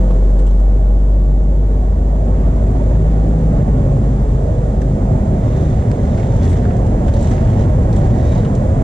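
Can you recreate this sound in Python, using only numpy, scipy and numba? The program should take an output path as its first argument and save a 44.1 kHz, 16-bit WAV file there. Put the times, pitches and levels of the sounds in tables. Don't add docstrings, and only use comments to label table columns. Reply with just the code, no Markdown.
import sys
import numpy as np
from scipy import signal
from scipy.fft import rfft, irfft, next_fast_len
from scipy.io import wavfile
from scipy.ndimage import uniform_filter1d, minimum_filter1d
from numba import njit

SR = 44100
rng = np.random.default_rng(int(sys.argv[2]) if len(sys.argv) > 2 else 0)


def file_out(sig):
    cols = np.atleast_2d(sig).T
    lim = np.clip(cols, -1, 1)
    pcm = np.round(lim * 32767).astype(np.int16)
    wavfile.write(sys.argv[1], SR, pcm)


N = 389403
T = np.arange(N) / SR
FREQS = np.maximum(np.arange(N // 2 + 1) * SR / N, 1)

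# (time [s], level [dB])
AIR_STREAM = [(0, -5.5), (.7, -8.5), (1.4, -8), (2, -6.5), (2.7, -2.5), (3.8, -2), (4.8, -2.5), (5.6, -1),
              (6.5, 0), (8.83, 0.6)]


def engine(wobble=0.00434, rough_db=2.1, shake_db=1.5):
    # (time [s], firing rate [Hz], drone [dB], overtones [dB])
    throttle = [(0, 46.3, -4, -22), (.35, 46.16, -8.5, -33), (.7, 47.73, -10, -40.5),
                (1.2, 48.9, -10, -30.5), (2.1, 50.13, -13, -37.5), (2.7, 51.55, -13, -32.5),
                (3, 52.71, -12, -30.5), (3.4, 53.22, -13.5, -29), (3.8, 52.24, -18, -27.5),
                (4.1, 51.63, -16, -33), (4.7, 50.58, -16, -32.5), (4.97, 50.24, -15.5, -25),
                (5.25, 49.9, -20, -30.5), (5.5, 49.8, -20.5, -29), (6.1, 49.55, -30, -32),
                (6.6, 48.9, -25, -30), (7.3, 48.56, -21, -35), (8.2, 50.8, -21, -36.5),
                (8.83, 50.25, -34.5, -35)]
    # (multiple of the firing rate, relative level [dB])
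    overtones = [(2, -8), (2.5, -8.5), (3, -5), (4, -6), (5, -9), (6, -13.5), (7, -15), (7.5, -8), (9, -13),
                 (10, -24), (11, -16)]
    # (pitch [Hz], width [Hz], strength [dB])
    panels = [(106.8, 7.6, 15), (151, 2.2, 4.5), (160.3, 5.8, 13.5), (181.3, 10, 11.5), (204.08, 12, -1.5),
              (237, 8, 2.5), (248.4, 8, 0), (508, 5.6, 10.5)]
    unrest = np.interp(T, [2.2, 3.4], [0, 1])
    firing_hz = curve(throttle) * (1 + wobble * unrest * walk(14))
    phase = 2 * np.pi * np.cumsum(firing_hz) / SR
    buzz = 0
    for k, overtone_db in overtones:
        ring = 1 + sum(undb(db) / (1 + (2 * (k * firing_hz - hz) / width) ** 2)
                       for hz, width, db in panels)
        strength = undb(overtone_db + rough_db * walk(16))
        buzz += ring * strength * np.sin(k * phase + rng.uniform(0, 2 * np.pi))
    drone = undb(curve(throttle, column=2) + shake_db * unrest * walk(16)) * np.sin(phase)
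    return np.sqrt(2) * (drone + undb(curve(throttle, column=3)) * buzz)


def wind(eddy_db=-10, swell_db=0.67):
    # (frequency [Hz], level [dB])
    slow_air = [(16, -13.5), (40, 1.5), (70, 0.5), (105, -0.5), (200, -6.5), (260, -9), (400, -22.5),
                (700, -46)]
    # (frequency [Hz], level [dB])
    fast_air = [(16, -14.5), (40, -3.5), (80, -0.5), (112, 0.5), (155, -6), (240, -10), (320, -21),
                (700, -54.5)]
    # (frequency [Hz], level [dB])
    roar_colour = [(120, -15), (250, -3), (370, -0.5), (480, 0), (610, -.5), (700, -4.5), (820, -10.5),
                   (1000, -17.5), (1300, -25.5), (2200, -42.5)]
    # (frequency [Hz], level [dB])
    rush_colour = [(600, -18.5), (1000, -3.5), (1400, -1.5), (1900, -1.5), (2250, -7), (2700, -13),
                   (4000, -31.5)]
    air_db = curve(AIR_STREAM) + swell_db * walk(4.8)
    fast = np.interp(T, [3.5, 5.8], [0, 1])
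    buffet = np.sqrt(1 - fast) * noise(slow_air) + np.sqrt(fast) * noise(fast_air)
    buffet *= undb(-13.5 + 1.13 * air_db)
    roar = waver(noise(roar_colour), depth_db=2.0) * undb(-25 + 0.86 * air_db + gust(6))
    rush_gain = undb(-48 + 0.97 * air_db + gust(4))
    eddies = np.array([noise(rush_colour), noise(rush_colour)]) * undb(eddy_db)
    return housing(buffet + roar + rush_gain * noise(rush_colour)) + rush_gain * eddies


def booms(width_hz=12):
    # (time [s], pitch [Hz], level [dB])
    upper_boom = [(0, 139, -44.5), (1.2, 138, -32), (3.3, 131, -31.5), (3.8, 135, -20), (4.4, 131, -22.5),
                  (4.8, 130, -30), (5.15, 108, -22), (5.7, 109, -21), (5.95, 106.9, -21),
                  (6.35, 105, -20.5), (6.7, 106, -32), (7.5, 110, -28), (8.2, 109, -26), (8.55, 110, -20),
                  (8.83, 112, -20.5)]
    # (time [s], pitch [Hz], level [dB])
    deep_boom = [(1.2, 76, -43.5), (1.9, 74, -23), (2.6, 75, -38), (5.5, 72, -27), (5.95, 67, -24.5),
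                 (6.35, 84, -21), (6.9, 80, -22), (7.8, 72, -25.5), (8.45, 75, -19), (8.83, 78, -26.5)]
    rumble = 0
    for boom in (upper_boom, deep_boom):
        phase = 2 * np.pi * np.cumsum(curve(boom)) / SR
        throb = walk(width_hz) * np.sin(phase) + walk(width_hz) * np.cos(phase)
        rumble += undb(curve(boom, column=2)) * throb
    return rumble


def puddles(mist_lag_s=0.02, mist_length=0.44, drop_lag_s=0.029, drop_length=1.8):
    # (time [s], rise [s], fall [s], spray [dB], heavy drops [dB], mist [dB],
    # mudguard pitch [Hz], half width [share of that pitch], mudguard level [dB])
    splashes = [(5.6, 0.16, 0.2, -53, -51, -69, 3600, 0.14, -56.5),
                (6.22, 0.27, 0.24, -52.5, -54.5, -67, 3650, .16, -60),
                (6.475, 0.092, 0.13, -49, -46, -48, 3400, .2, -55),
                (7.12, 0.07, .07, -53, -61, -66, 3500, .15, -64),
                (7.27, .09, 0.12, -46, -49.5, -53, 3870, .3, -56),
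                (7.48, 0.075, 0.09, -55, -48, -57, 3300, .17, -58),
                (7.61, 0.055, 0.052, -50.5, -53, -70, 3900, .22, -59),
                (7.975, .04, 0.13, -50, -53, -57, 3500, .16, -63),
                (8.345, 0.19, 0.095, -50, -49, -70, 3785, .075, -52)]
    # (frequency [Hz], level [dB])
    spray_colour = [(2200, 2.5), (3600, 4), (4800, -1.5), (6000, 2.5), (7300, 1), (8400, -17),
                    (10000, -20.5), (12000, -35), (14000, -35.5)]
    # (frequency [Hz], level [dB])
    heavy_colour = [(900, -9), (1500, 1), (1950, 6), (2600, -9.5), (3400, -8.5), (5000, -18.5)]
    # (frequency [Hz], level [dB])
    mist_colour = [(6000, -9), (7600, 5.5), (9300, -3), (11000, -18), (12500, -14), (13800, -27)]
    spray_gain, heavy_power, mist_gain, mudguard = 0, 0, 0, 0
    for s, rise_s, fall_s, spray_db, heavy_db, mist_db, ring_hz, width, ring_db in splashes:
        splash = swell(s, rise_s, fall_s)
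        landing = swell(s + drop_lag_s, rise_s * drop_length, fall_s * drop_length)
        puff = swell(s + mist_lag_s, rise_s * mist_length, fall_s * mist_length)
        spray_gain += undb(spray_db) * splash
        heavy_power += (undb(heavy_db) * landing) ** 2
        mist_gain += undb(mist_db) * puff
        band = [(ring_hz * (1 - width), -13), (ring_hz, 0), (ring_hz * (1 + width), -13)]
        mudguard += undb(ring_db) * splash * noise(band)
    spray = spray_gain * undb(-2) * droplets(spray_colour, per_s=1400, burst_db=1.8)
    heavy = np.sqrt(heavy_power) * droplets(heavy_colour, per_s=600, burst_db=1.5, scatter_db=0.8)
    mist = mist_gain * undb(-5.5) * droplets(mist_colour, per_s=3000, burst_db=3.5)
    flutter = undb(1.2 * walk(60))
    return spray + heavy + mist + mudguard * flutter


def droplets(spectrum, per_s, burst_db, scatter_db=0.0):
    hits = rng.random(N) < per_s / SR
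    sizes = hits * undb(scatter_db * np.minimum(rng.exponential(size=N), 4))
    pair = [unit(colour(sizes * rng.standard_normal(N), spectrum)) for _ in range(2)]
    return spread(pair) * undb(burst_db * walk(90))


def grit(rattle_trim_db=-7, knock_trim_db=1, rise_share=0.17, knock_length=1.1, detune=.02):
    # (time [s], rattle [dB], rattle pitch [Hz], knock [dB], knock pitch [Hz],
    # metal ring [dB], rattle decay [s])
    hits = [(0.106, -47, 7500, -20, 910, -61, 0.01), (0.3044, -47, 7840, -45, 1400, -66, .009),
            (0.391, -41, 7900, -37, 1700, -47, .015), (0.468, -41.5, 7800, -43, 1300, -45, 0.014),
            (0.511, -44, 6500, -39, 1400, -60, 0.0065), (0.6, -46, 7640, -38, 1402, -57, .008),
            (4.817, -38, 5814, -29, 1800, -58, 0.0056), (5.9155, -30, 4990, -21, 1580, -54, 0.0024),
            (6.0547, -37, 5000, -31, 1700, -55, .0027), (6.1754, -43, 3200, -28, 1900, -47, .012),
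            (6.198, -44, 4300, -30, 2000, -52, 0.01), (6.2304, -47, 3600, -32, 2100, -51, .0082),
            (6.364, -37, 6800, -37, 2100, -51, 0.0089), (6.4323, -36, 4400, -43, 1900, -46, .0099),
            (6.453, -39, 6500, -39, 1904, -56, .006), (6.529, -44, 4500, -29, 1892, -57, 0.009),
            (6.652, -51, 6500, -21, 1418, -60, 0.0054), (6.7083, -52, 3700, -23, 1547, -58, .0053),
            (6.7692, -41, 7000, -43, 1500, -62, .006), (6.8663, -42, 6480, -40, 1504, -49, .0065),
            (7.082, -39, 4700, -26.5, 1600, -43, 0.015), (7.139, -36, 3908, -38, 1700, -48, .013),
            (7.1656, -40, 4500, -40, 1700, -54, .008), (7.2094, -39, 7200, -45, 1900, -54, 0.015),
            (7.2273, -37, 7520, -47, 1900, -54, .016), (7.2719, -38, 4000, -33, 1900, -43, .008),
            (7.313, -38, 6000, -24, 1650, -56, .011), (7.3344, -38, 3700, -31, 1700, -52, .007),
            (7.38, -47, 4000, -25, 1850, -56, .006), (7.62, -41, 5500, -29, 2195, -43, .008),
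            (7.929, -36, 4890, -37, 1700, -54, .011), (7.9623, -37, 7613, -37, 2400, -53, 0.016),
            (8.3236, -39, 7005, -30, 2000, -49, .008), (8.3779, -40, 6200, -35, 2000, -56, .005),
            (8.449, -38, 3900, -22.5, 1196, -41, 0.0094), (8.5515, -36.5, 7400, -50, 1412, -62, .009)]
    # (pitch [Hz], relative level [dB], decay [s])
    metal_tones = [(2870, -6, 0.013), (3130, -6, 0.017), (3410, -7, .012)]
    # (frequency [Hz], level [dB])
    rattle_colour = [(1500, -15.5), (2600, -4.5), (3200, 1.5), (3900, 5.5), (5000, -0.5), (6200, 2),
                     (7600, 2), (9000, -5), (12000, -15.5), (15000, -28)]
    # (frequency [Hz], level [dB])
    knock_colour = [(500, -4.5), (850, 5.5), (1600, 4), (2200, 0.5), (3000, -1.5), (5000, -5), (9000, -27)]
    rattles, knocks, ringing = np.zeros((2, N)), np.zeros((2, N)), np.zeros(N)
    contact = rng.standard_normal((4, N))
    crackle = unit(undb(1.5 * walk(900)))
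    for s, rattle_db, rattle_hz, knock_db, knock_hz, metal_db, decay_s in hits:
        near = np.abs(T - s) < .1
        age = T[near] - s
        after = np.maximum(age, 0)
        onset = np.exp(np.minimum(age, 0) / (rise_share * decay_s))
        rattle_shape = onset * np.exp(-after / decay_s)
        knock_shape = onset ** 2 * np.exp(-after / (knock_length * decay_s))
        rattle = contact[:2, near] * crackle[near] * rattle_shape * undb(rattle_db + rattle_trim_db)
        knock = contact[2:, near] * knock_shape * undb(knock_db + knock_trim_db)
        rattles[:, near] += rattle + undb(3) * resonate(rattle, rattle_hz, q=7)
        knocks[:, near] += resonate(knock, knock_hz, q=2.6)
        for hz, tone_db, ring_s in metal_tones:
            tone = np.sin(2 * np.pi * hz * (1 + detune * rng.uniform(-1, 1)) * after)
            ringing[near] += tone * undb(metal_db + tone_db) * np.exp(-after / ring_s)
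    return spread(colour(rattles, rattle_colour) + colour(knocks, knock_colour)) + ringing


def tyres():
    # (frequency [Hz], level [dB])
    hiss_colour = [(1410, -33), (2400, -10), (2920, -3), (3450, -1), (4450, -6.5), (4790, -6), (5300, -7),
                   (7300, -2), (7570, -3.5), (8260, -9.5), (10600, -16), (12300, -27.5), (13600, -35.5)]
    level_db = -54 + 0.71 * curve(AIR_STREAM) + gust(5.5)
    return spread([noise(hiss_colour), noise(hiss_colour)]) * undb(level_db)


def gust(db, decay_s=0.46):
    return db * np.exp(-T / decay_s)


def housing(x, pad=4096):
    # (frequency [Hz], left minus right [dB], left leads by [rad])
    openings = [(50, 0.52, 0.07), (215, -0.3, 0.21), (390, -2.5, 0.45), (560, -8, 0.78), (650, -12.5, -1.4),
                (725, -28, 0.5), (820, -13, 2), (1000, -7, 2), (1350, -4.5, 2), (1900, -1, 1.1),
                (2400, 5.5, 1.5), (2800, -7, -1), (3600, -8, 2)]
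    hz, db, lead = np.transpose(openings)
    padded = np.pad(x, pad, "reflect", reflect_type="odd")
    length = next_fast_len(len(padded))
    left_ratio = np.interp(np.arange(length // 2 + 1) * SR / length, hz, undb(db) * np.exp(1j * lead))
    right = 2 * rfft(padded, length) / (1 + left_ratio)
    return irfft(np.array([right * left_ratio, right]), length)[:, pad:pad + N]


def spread(pair):
    # (frequency [Hz], correlation [-1 to 1])
    likeness = [(1500, .3), (2700, .3), (3500, 0.84), (4200, .8), (5200, .15), (7000, -0.31), (8000, -.35),
                (11000, 0)]
    alike = np.clip(over_hz(likeness), -.9, .95)
    side = irfft(rfft(pair[1]) * np.sqrt((1 - alike) / (1 + alike)), N)
    return np.array([pair[0] + side, pair[0] - side])


def undb(db):
    return 10 ** (np.asarray(db) / 20)


def curve(rows, column=1):
    rows = np.array(rows)
    return np.interp(T, rows[:, 0], rows[:, column])


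def over_hz(rows):
    hz, value = np.transpose(rows)
    return np.interp(np.log(FREQS), np.log(hz), value)


def unit(x):
    return x / np.sqrt(np.mean(x ** 2))


def colour(x, spectrum):
    ends = np.minimum(FREQS / spectrum[0][0], 1) * np.minimum(spectrum[-1][0] / FREQS, 1)
    return irfft(rfft(x) * undb(over_hz(spectrum)) * ends ** 2, N)


def noise(spectrum):
    return unit(colour(rng.standard_normal(N), spectrum))


def walk(rate):
    size = int(SR / rate)
    steps = np.repeat(rng.standard_normal(N // size + 1), size)
    return unit(uniform_filter1d(uniform_filter1d(steps, size), size)[:N])


def swell(s, rise_s, fall_s):
    width_s = np.where(T < s, rise_s, fall_s)
    return np.exp(-np.minimum(((T - s) / width_s) ** 2, 30))


def waver(x, depth_db, size=2048):
    bands = signal.stft(x, nperseg=size)[2]
    drift = uniform_filter1d(rng.standard_normal(bands.shape), size=2, axis=0)
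    drift = unit(uniform_filter1d(drift, size=9, axis=1))
    return unit(signal.istft(bands * undb(depth_db * drift), nperseg=size)[1][:N])


def resonate(x, hz, q):
    return signal.lfilter(*signal.iirpeak(hz, q, fs=SR), x)


@njit
def follow_peaks(x, attack, release):
    out, level = np.empty(len(x)), 0.
    for i in range(len(x)):
        level += (x[i] - level) * (attack if x[i] > level else release)
        out[i] = level
    return out


def scene():
    return housing(engine() + booms()) + wind() + tyres() + puddles() + grit()


def record(dry, drive_db=0.5, ceiling=0.59, attack_s=0.00043, release_s=0.033):
    fade_s, split_hz, top_hz = .006, 900, 14000
    fade = np.minimum(np.minimum(T, T[-1] - T) / fade_s, 1)
    loud = dry * undb(drive_db) * fade
    peaks = follow_peaks(np.abs(loud).max(axis=0), 1 / (attack_s * SR), 1 / (release_s * SR))
    gain = np.minimum(ceiling / (peaks + 1e-9), 1)
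    gain = uniform_filter1d(minimum_filter1d(gain, size=100), size=100)
    bass = signal.sosfiltfilt(signal.butter(2, split_hz, fs=SR, output="sos"), loud)
    limited = bass * gain + (loud - bass) * np.sqrt(gain)
    return signal.sosfilt(signal.ellip(8, .2, 70, top_hz, fs=SR, output="sos"), limited)


dry = scene()
out = record(dry)
file_out(out)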